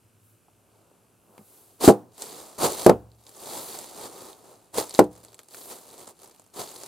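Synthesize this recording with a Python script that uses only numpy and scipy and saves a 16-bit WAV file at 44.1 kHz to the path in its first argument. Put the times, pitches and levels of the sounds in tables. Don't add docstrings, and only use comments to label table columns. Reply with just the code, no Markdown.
import sys
import numpy as np
from scipy import signal
from scipy.fft import rfft, irfft
from scipy.io import wavfile
from scipy.ndimage import uniform_filter1d

SR = 44100
rng = np.random.default_rng(int(sys.argv[2]) if len(sys.argv) > 2 else 0)


def store_pcm(level_fs):
    pcm = np.round(np.clip(level_fs, -1, 1) * 32767).astype(np.int16)
    wavfile.write(sys.argv[1], SR, np.atleast_2d(pcm).T)


N = 302967
TIME_S = np.arange(N) / SR
FORCE_TIME_S = TIME_S[::40]
RING_TIME_S = np.arange(SR // 2) / SR

# frequency in Hz, relative density in dB.
BOOM_SPECTRUM = [(40, -34.5), (100, -15), (200, -9), (380, -0.5), (520, -2.5), (900, -5.5), (1300, -11),
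                 (1800, -27.5), (3000, -65.5)]
# frequency in Hz, relative density in dB.
CRACKLE_SPECTRUM = [(600, -9), (1500, -6), (2200, -1), (2700, -4), (3500, 0.5), (4400, 3), (5800, -2.5),
                    (7800, 2.5), (11500, -2.5), (14500, -5.5), (16000, -16)]


def from_db(db):
    return 10 ** (np.asarray(db) / 20)


def unit_rms(x):
    return x / np.sqrt(np.mean(x ** 2) + 1e-20)


def unit_energy(x):
    return x / np.sqrt(np.sum(x.mean(axis=0) ** 2))


def fade(t60_s):
    return np.exp(-np.log(1000) * RING_TIME_S / t60_s)


def ring(hz, t60_s):
    return -np.sin(2 * np.pi * hz * RING_TIME_S) * fade(t60_s)


def swell(full_s, rise_s, hold_s, fall_s):
    before_s = np.maximum(full_s - FORCE_TIME_S, 0)
    after_s = np.maximum(FORCE_TIME_S - full_s - hold_s, 0)
    return 10 ** -(before_s / rise_s + after_s / fall_s)


def add(out, start_s, sound):
    start = round(start_s * SR)
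    out[:, start:start + sound.shape[-1]] += sound[..., :N - start]


def convolve(x, response):
    x = np.atleast_2d(x)
    return signal.oaconvolve(x, np.atleast_2d(response), axes=-1)[:, :x.shape[-1]]


def resonate(x, hz, q):
    return signal.lfilter(*signal.iirpeak(min(hz, SR / 3), q, fs=SR), x)


def band(x, hz, q):
    return unit_rms(resonate(resonate(x, hz, q), hz, q))


def colour(x, spectrum, keep_rms=True, size=4096):
    hz, db = np.transpose(spectrum)
    bin_hz = np.arange(size // 2 + 1) * SR / size
    gain = from_db(np.interp(np.log(bin_hz + 1), np.log(hz), db))
    cepstrum = irfft(np.log(unit_rms(gain) if keep_rms else gain))
    cepstrum[1:size // 2] *= 2
    cepstrum[size // 2 + 1:] = 0
    return convolve(x, irfft(np.exp(rfft(cepstrum))))


def port_noise(count, width_db=0):
    # frequency in Hz, side minus mid in dB before width_db.
    side_spectrum = [(40, -8.5), (150, -4.5), (600, -12.5), (1300, -4), (2400, -16), (4400, -14.5),
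                     (8000, -1.5), (15000, -1.5)]
    mid, side = rng.standard_normal((2, count))
    return mid + from_db(width_db) * colour(side, side_spectrum, keep_rms=False) * [[1], [-1]]


def ambience(air_db=-66, hum_hz=106.5, hum_q=6):
    # frequency in Hz, relative density in dB.
    air_spectrum = [(25, -22), (60, -5.5), (100, -11), (160, -2), (400, -5), (900, -14.5), (1500, -14.5),
                    (1900, -23), (2700, -17.5), (3200, -24), (6000, -22.5), (9000, -18.5), (13000, -21),
                    (16000, -34.5)]
    # time in seconds, level in dB.
    hum_levels = [(0, -65.5), (.4, -66), (.48, -70.5), (6.87, -75)]
    hum_gain = from_db(np.interp(TIME_S, *np.transpose(hum_levels)))
    hum = hum_gain * band(rng.standard_normal(N), hum_hz, hum_q)
    return from_db(air_db) * colour(port_noise(N), air_spectrum) + hum


def mains_buzz(level_db=-82, mains_hz=60, tick_hz=2800):
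    ticks = np.diff(np.floor(TIME_S * mains_hz), prepend=0)
    ticks = ticks * from_db(0.5 * rng.standard_normal(N))
    return from_db(level_db) * band(ticks + 1e-18, tick_hz, q=2)


def brush(hiss_hz=11300, q=1.5):
    # time of full force, rise, hold and fall in seconds, level in dB.
    strokes = [(0.253, .12, 0.051, 0.16, -65.5), (1.503, 0.31, 0.1, 0.4, -57.5),
               (3.519, .25, 0.17, .2, -44.5), (5.553, 0.077, 0.12, 0.24, -46.5)]
    gain = sum(from_db(db) * swell(*timing_s) for *timing_s, db in strokes)
    return np.interp(TIME_S, FORCE_TIME_S, gain) * band(port_noise(N), hiss_hz, q)


def footwork(touch_db=-14.5, impact_per_s=8000, taut_db=-3.5):
    # touch and landing time in seconds, crackle and boom gain
    # at full weight in dB, leaning time in seconds, leaning crackle gain in dB, leaning creases per second.
    stomps = [(1.809, 0.04, -22.5, -21, .045, -25.5, 4000), (2.586, 0.06, -22.5, -19, .24, -36, 2500),
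              (4.742, .041, -25, -25.5, 0.26, -49.5, 700), (6.541, 0.063, -34.5, -35, .3, -47, 2500)]
    # time of full force, rise, hold and fall in seconds,
    # crackle and boom gain in dB, creases per second.
    shifts = [(0.752, 0.44, 0.068, 0.78, -75, -66, 3000), (1.363, .22, .02, .08, -74, -58.5, 4000),
              (1.509, .2, 0.18, .3, -64, -65, 16000), (2.213, .07, .013, 0.23, -37, -42, 1800),
              (2.312, 0.085, 0.11, .33, -44, -44, 7000), (3.491, 0.25, .09, 0.18, -38, -39.5, 8000),
              (3.693, 0.13, 0.11, 0.24, -42.5, -46.5, 4000), (4.044, 0.19, .005, .075, -39.5, -38, 2600),
              (4.131, .11, .165, 0.09, -49, -48, 5000), (4.465, .4, .04, 0.32, -58, -54.5, 9000),
              (4.951, 0.033, 0.04, .02, -41, -48.5, 700), (5.115, .015, 0.17, 0.41, -54.5, -54.5, 190),
              (5.53, .075, 0.058, 0.22, -45.5, -49.5, 2000), (5.703, .085, 0.013, 0.13, -41.5, -43.5, 5000),
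              (5.928, 0.28, .17, 0.051, -51, -52, 2000), (6.22, .1, 0.013, .32, -53.5, -55.5, 900)]
    for touch_s, landing_s, crackle_db, boom_db, lean_s, lean_db, lean_per_s in stomps:
        full_s = touch_s + landing_s
        weight = from_db(np.interp(FORCE_TIME_S, [touch_s, full_s], [touch_db, 0]))
        impact = weight * swell(touch_s, rise_s=0.013, hold_s=landing_s, fall_s=0.06)
        yield impact, crackle_db, boom_db, impact_per_s
        lean = swell(full_s, rise_s=0.02, hold_s=lean_s, fall_s=0.036)
        yield lean, lean_db, lean_db + taut_db, lean_per_s
    for *timing_s, crackle_db, boom_db, per_s in shifts:
        yield swell(*timing_s), crackle_db, boom_db, per_s


def stick_slip(spread_db=0.87, steps_per_s=50):
    wobble = rng.standard_normal(1000)
    return from_db(spread_db * np.interp(FORCE_TIME_S * steps_per_s, np.arange(len(wobble)), wobble))


def film_response(idle_per_s=63, rate_exponent=0.4):
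    boom_power, crackle_power, rate_per_s = 0, 0, idle_per_s
    for force, crackle_db, boom_db, per_s in footwork():
        boom_power += (force * from_db(boom_db)) ** 2
        crackle_power += (force * from_db(crackle_db)) ** 2
        rate_per_s += per_s * force ** rate_exponent
    grip = stick_slip()
    controls = grip * np.sqrt(boom_power), grip * np.sqrt(crackle_power), rate_per_s
    return [np.interp(TIME_S, FORCE_TIME_S, control) for control in controls]


def snap(t60_s, room_db, room_t60_s, size=6000):
    power = fade(t60_s) ** 2 / t60_s + from_db(room_db) ** 2 * fade(room_t60_s) ** 2 / room_t60_s
    return unit_energy(port_noise(size) * np.sqrt(power[:size]))


def ring_film(tick, hz, ring_db, q=4):
    patch = resonate(tick, hz, q) * np.sqrt(q * SR / np.pi / hz)
    return tick + from_db(ring_db) * patch


def radiate(boom, crackle, pan_db=0.33):
    pan = from_db([[-pan_db], [pan_db]])
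    return colour(boom, BOOM_SPECTRUM) + colour(crackle, CRACKLE_SPECTRUM) * pan


def crinkle(spread_db=6.5, evenness=0.37, rubbing=0.26, sliding_per_s=1800,
            patch_range_hz=(3310, 15000), patches=14):
    boom_gain, crackle_gain, rate_per_s = film_response()
    flips = (rng.random(N) < rate_per_s / SR) * rng.choice([-1, 1], N)
    flips = flips * from_db(spread_db * np.minimum(rng.exponential(1, N), 4))
    friction = rubbing * rate_per_s / (rate_per_s + sliding_per_s)
    boom = np.sqrt(friction) * boom_gain * port_noise(N)
    crackle = np.sqrt(friction) * crackle_gain * port_noise(N)
    recent_power = uniform_filter1d(flips ** 2, size=900)
    usual_power = rate_per_s * np.mean(flips ** 2) / np.mean(rate_per_s)
    flips *= np.sqrt((1 - friction) / (evenness * recent_power + (1 - evenness) * usual_power))
    patch_of_flip = rng.integers(0, patches, N)
    for patch, hz in enumerate(np.linspace(*patch_range_hz, patches)):
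        patch_flips = flips * (patch_of_flip == patch)
        drum = snap(t60_s=0.022, room_db=-4, room_t60_s=0.16)
        tick = snap(t60_s=0.0014, room_db=-1, room_t60_s=0.034)
        crease = unit_energy(ring_film(tick, hz, ring_db=-6))
        boom += convolve(boom_gain * patch_flips, drum)
        crackle += convolve(crackle_gain * patch_flips, crease)
    return radiate(from_db(0.03) * boom, from_db(-1.5) * crackle)


def large_snaps(crack_boost_db=4, boom_boost_db=20):
    # start in seconds, crack and boom gain in dB before boost, film ring in Hz.
    creases = [(1.3793, -37.5, -43, 2240), (2.1809, -34, -49, 8550), (2.2215, -16, -36.5, 7460),
               (3.117, -45, -69, 4160), (3.2666, -29, -52.5, 3980), (3.2926, -31.5, -47.5, 10500),
               (3.789, -26, -38, 7600), (4.3306, -36.5, -53, 4000), (4.8947, -26, -54, 9000),
               (4.9087, -27.5, -48.5, 4800), (4.9414, -22, -46, 7170), (4.9487, -23.5, -42.5, 4200),
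               (5.239, -34.5, -52, 12000), (5.249, -29.5, -47, 8260), (5.33, -32, -58.5, 1230),
               (5.3443, -29.5, -60, 7700), (5.3913, -22, -41.5, 1246), (5.4327, -36, -75, 10700),
               (5.4862, -35, -56, 7940), (5.546, -20.5, -36, 1290), (6.075, -33.5, -37, 8690),
               (6.3965, -38, -49, 7120), (6.8349, -25.5, -38, 5260)]
    boom, crackle = np.zeros((2, 2, N))
    for start_s, crack_db, boom_db, hz in creases:
        tick = from_db(crack_db + crack_boost_db) * snap(t60_s=0.006, room_db=-4, room_t60_s=0.06)
        drum = from_db(boom_db + boom_boost_db) * snap(t60_s=0.018, room_db=-18.5, room_t60_s=0.03)
        add(crackle, start_s, ring_film(tick, hz, ring_db=-1))
        add(boom, start_s, drum)
    return radiate(boom, crackle)


def knocks(room_db=-17, t60_cycles=9):
    # start in seconds, gain in dB, pitch in Hz.
    contacts = [(.483, -39, 794), (0.914, -45.5, 463), (1.293, -42.5, 212), (1.39, -33, 200),
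                (1.409, -36, 204), (1.841, -6, 335), (4.782, -4, 439)]
    out = np.zeros((2, N))
    for start_s, db, hz in contacts:
        room = colour(port_noise(len(RING_TIME_S)) * fade(0.053), BOOM_SPECTRUM)
        soft_onset = 1 - np.exp(-RING_TIME_S * hz)
        thump = soft_onset * ring(hz, t60_cycles / hz)
        add(out, start_s, from_db(db) * (thump + from_db(room_db) * room))
    return out


def room_ring(modes):
    return sum(from_db(db) * ring(hz, t60_s) for hz, db, t60_s in modes)


def bursts(early_db=-14, late_db=-44, open_s=0.00063, build_s=0.0019):
    # start in seconds, blast gain in dB, ring in Hz, ring t60 in seconds,
    # then crack, room and deep-mode gain in dB.
    ruptures = [(1.8774, 2.5, 298.7, 0.058, -11, 9.5, -52.5), (1.8862, 6, 376, 0.014, -15, 10, -52),
                (2.8633, 0.5, 410, 0.033, -11, 8.5, -45.5), (2.8948, 4, 480.5, 0.028, -16, 7, -27.5),
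                (4.991, 5, 524, 0.021, -11.5, 7.5, -34.5)]
    # multiple of the ring frequency, relative gain in dB.
    air_modes = [(0.604, -10), (0.998, 4.5), (1.58, -2.5), (2.698, -13)]
    # delay in seconds, gain in dB.
    echoes = [(.0085, -22), (0.0209, -16)]
    # frequency in Hz, relative gain in dB, t60 in seconds.
    room_modes = [(117, -35, 0.26), (177, -39, 0.46), (205.4, -21, 0.17), (302, -19.5, 0.22),
                  (366, -11.5, .13), (437.4, -18.5, 0.15), (496, -26, 0.26), (519, -29, 0.12),
                  (642, -24.5, .14), (700, -28.5, 0.18), (805.4, -26.5, 0.17), (1040, -27.5, 0.057)]
    deep_modes = [(67.5, -1, 0.75), (87, -4, .5), (112.8, -3, 0.85)]
    # frequency in Hz, relative density in dB.
    early_spectrum = [(40, -34.5), (90, -11.5), (180, 2.5), (350, 7), (600, 4), (900, -1.5), (1300, -14.5),
                      (2000, -27), (3500, -34), (8000, -49)]
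    late_spectrum = [(40, -18.5), (100, 2.5), (500, -2), (900, -6.5), (1400, -18), (2200, -33)]
    out, count = np.zeros((2, N)), len(RING_TIME_S)
    build = 1 - np.exp(-RING_TIME_S / build_s)
    opening = 1 - np.exp(-RING_TIME_S / open_s)
    tear = opening * (fade(0.018) + from_db(-21.5) * fade(0.1))
    ringing, deep = room_ring(room_modes), room_ring(deep_modes)
    for start_s, blast_db, hz, t60_s, crack_db, room_db, deep_db in ruptures:
        blast = opening * sum(from_db(blast_db + db) * ring(ratio * hz, t60_s) for ratio, db in air_modes)
        add(out, start_s, blast)
        for delay_s, echo_db in echoes:
            add(out, start_s + delay_s, from_db(echo_db) * blast)
        early = from_db(early_db) * colour(port_noise(count, width_db=1) * fade(0.13), early_spectrum)
        late = from_db(late_db) * colour(port_noise(count) * fade(0.55), late_spectrum)
        room = from_db(room_db) * (ringing + early + late) + from_db(deep_db) * deep
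        crack = from_db(crack_db) * colour(port_noise(count) * tear, CRACKLE_SPECTRUM)
        add(out, start_s, build * room + crack)
    return out


def gain_control(x, threshold_db=-8, depth_db=4, release_db_per_s=22, attack_s=0.033):
    peak_db = 20 * np.log10(np.abs(x).max(axis=0) + 1e-9)
    over_db = np.maximum(peak_db - threshold_db, 0)
    release_db = release_db_per_s * TIME_S
    held_db = np.maximum.accumulate(over_db + release_db) - release_db
    pole = np.exp(-1 / (attack_s * SR))
    cut_db = signal.lfilter([1 - pole], [1, -pole], np.minimum(held_db, depth_db))
    return x * from_db(-cut_db)


def scene(low_cut_hz=115):
    film = crinkle() + large_snaps() + brush()
    low_cut = signal.butter(2, low_cut_hz, "high", fs=SR, output="sos")
    blows = signal.sosfilt(low_cut, bursts() + knocks())
    return film + blows + ambience() + mains_buzz()


def record(dry, cutoff_hz=16000):
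    ducked = gain_control(dry)
    flattened = ducked / (1 + ducked ** 8) ** (1 / 8)
    high_cut = signal.ellip(10, 0.1, 70, cutoff_hz, fs=SR, output="sos")
    return signal.sosfilt(high_cut, flattened)


dry = scene()
out = record(dry)
store_pcm(out)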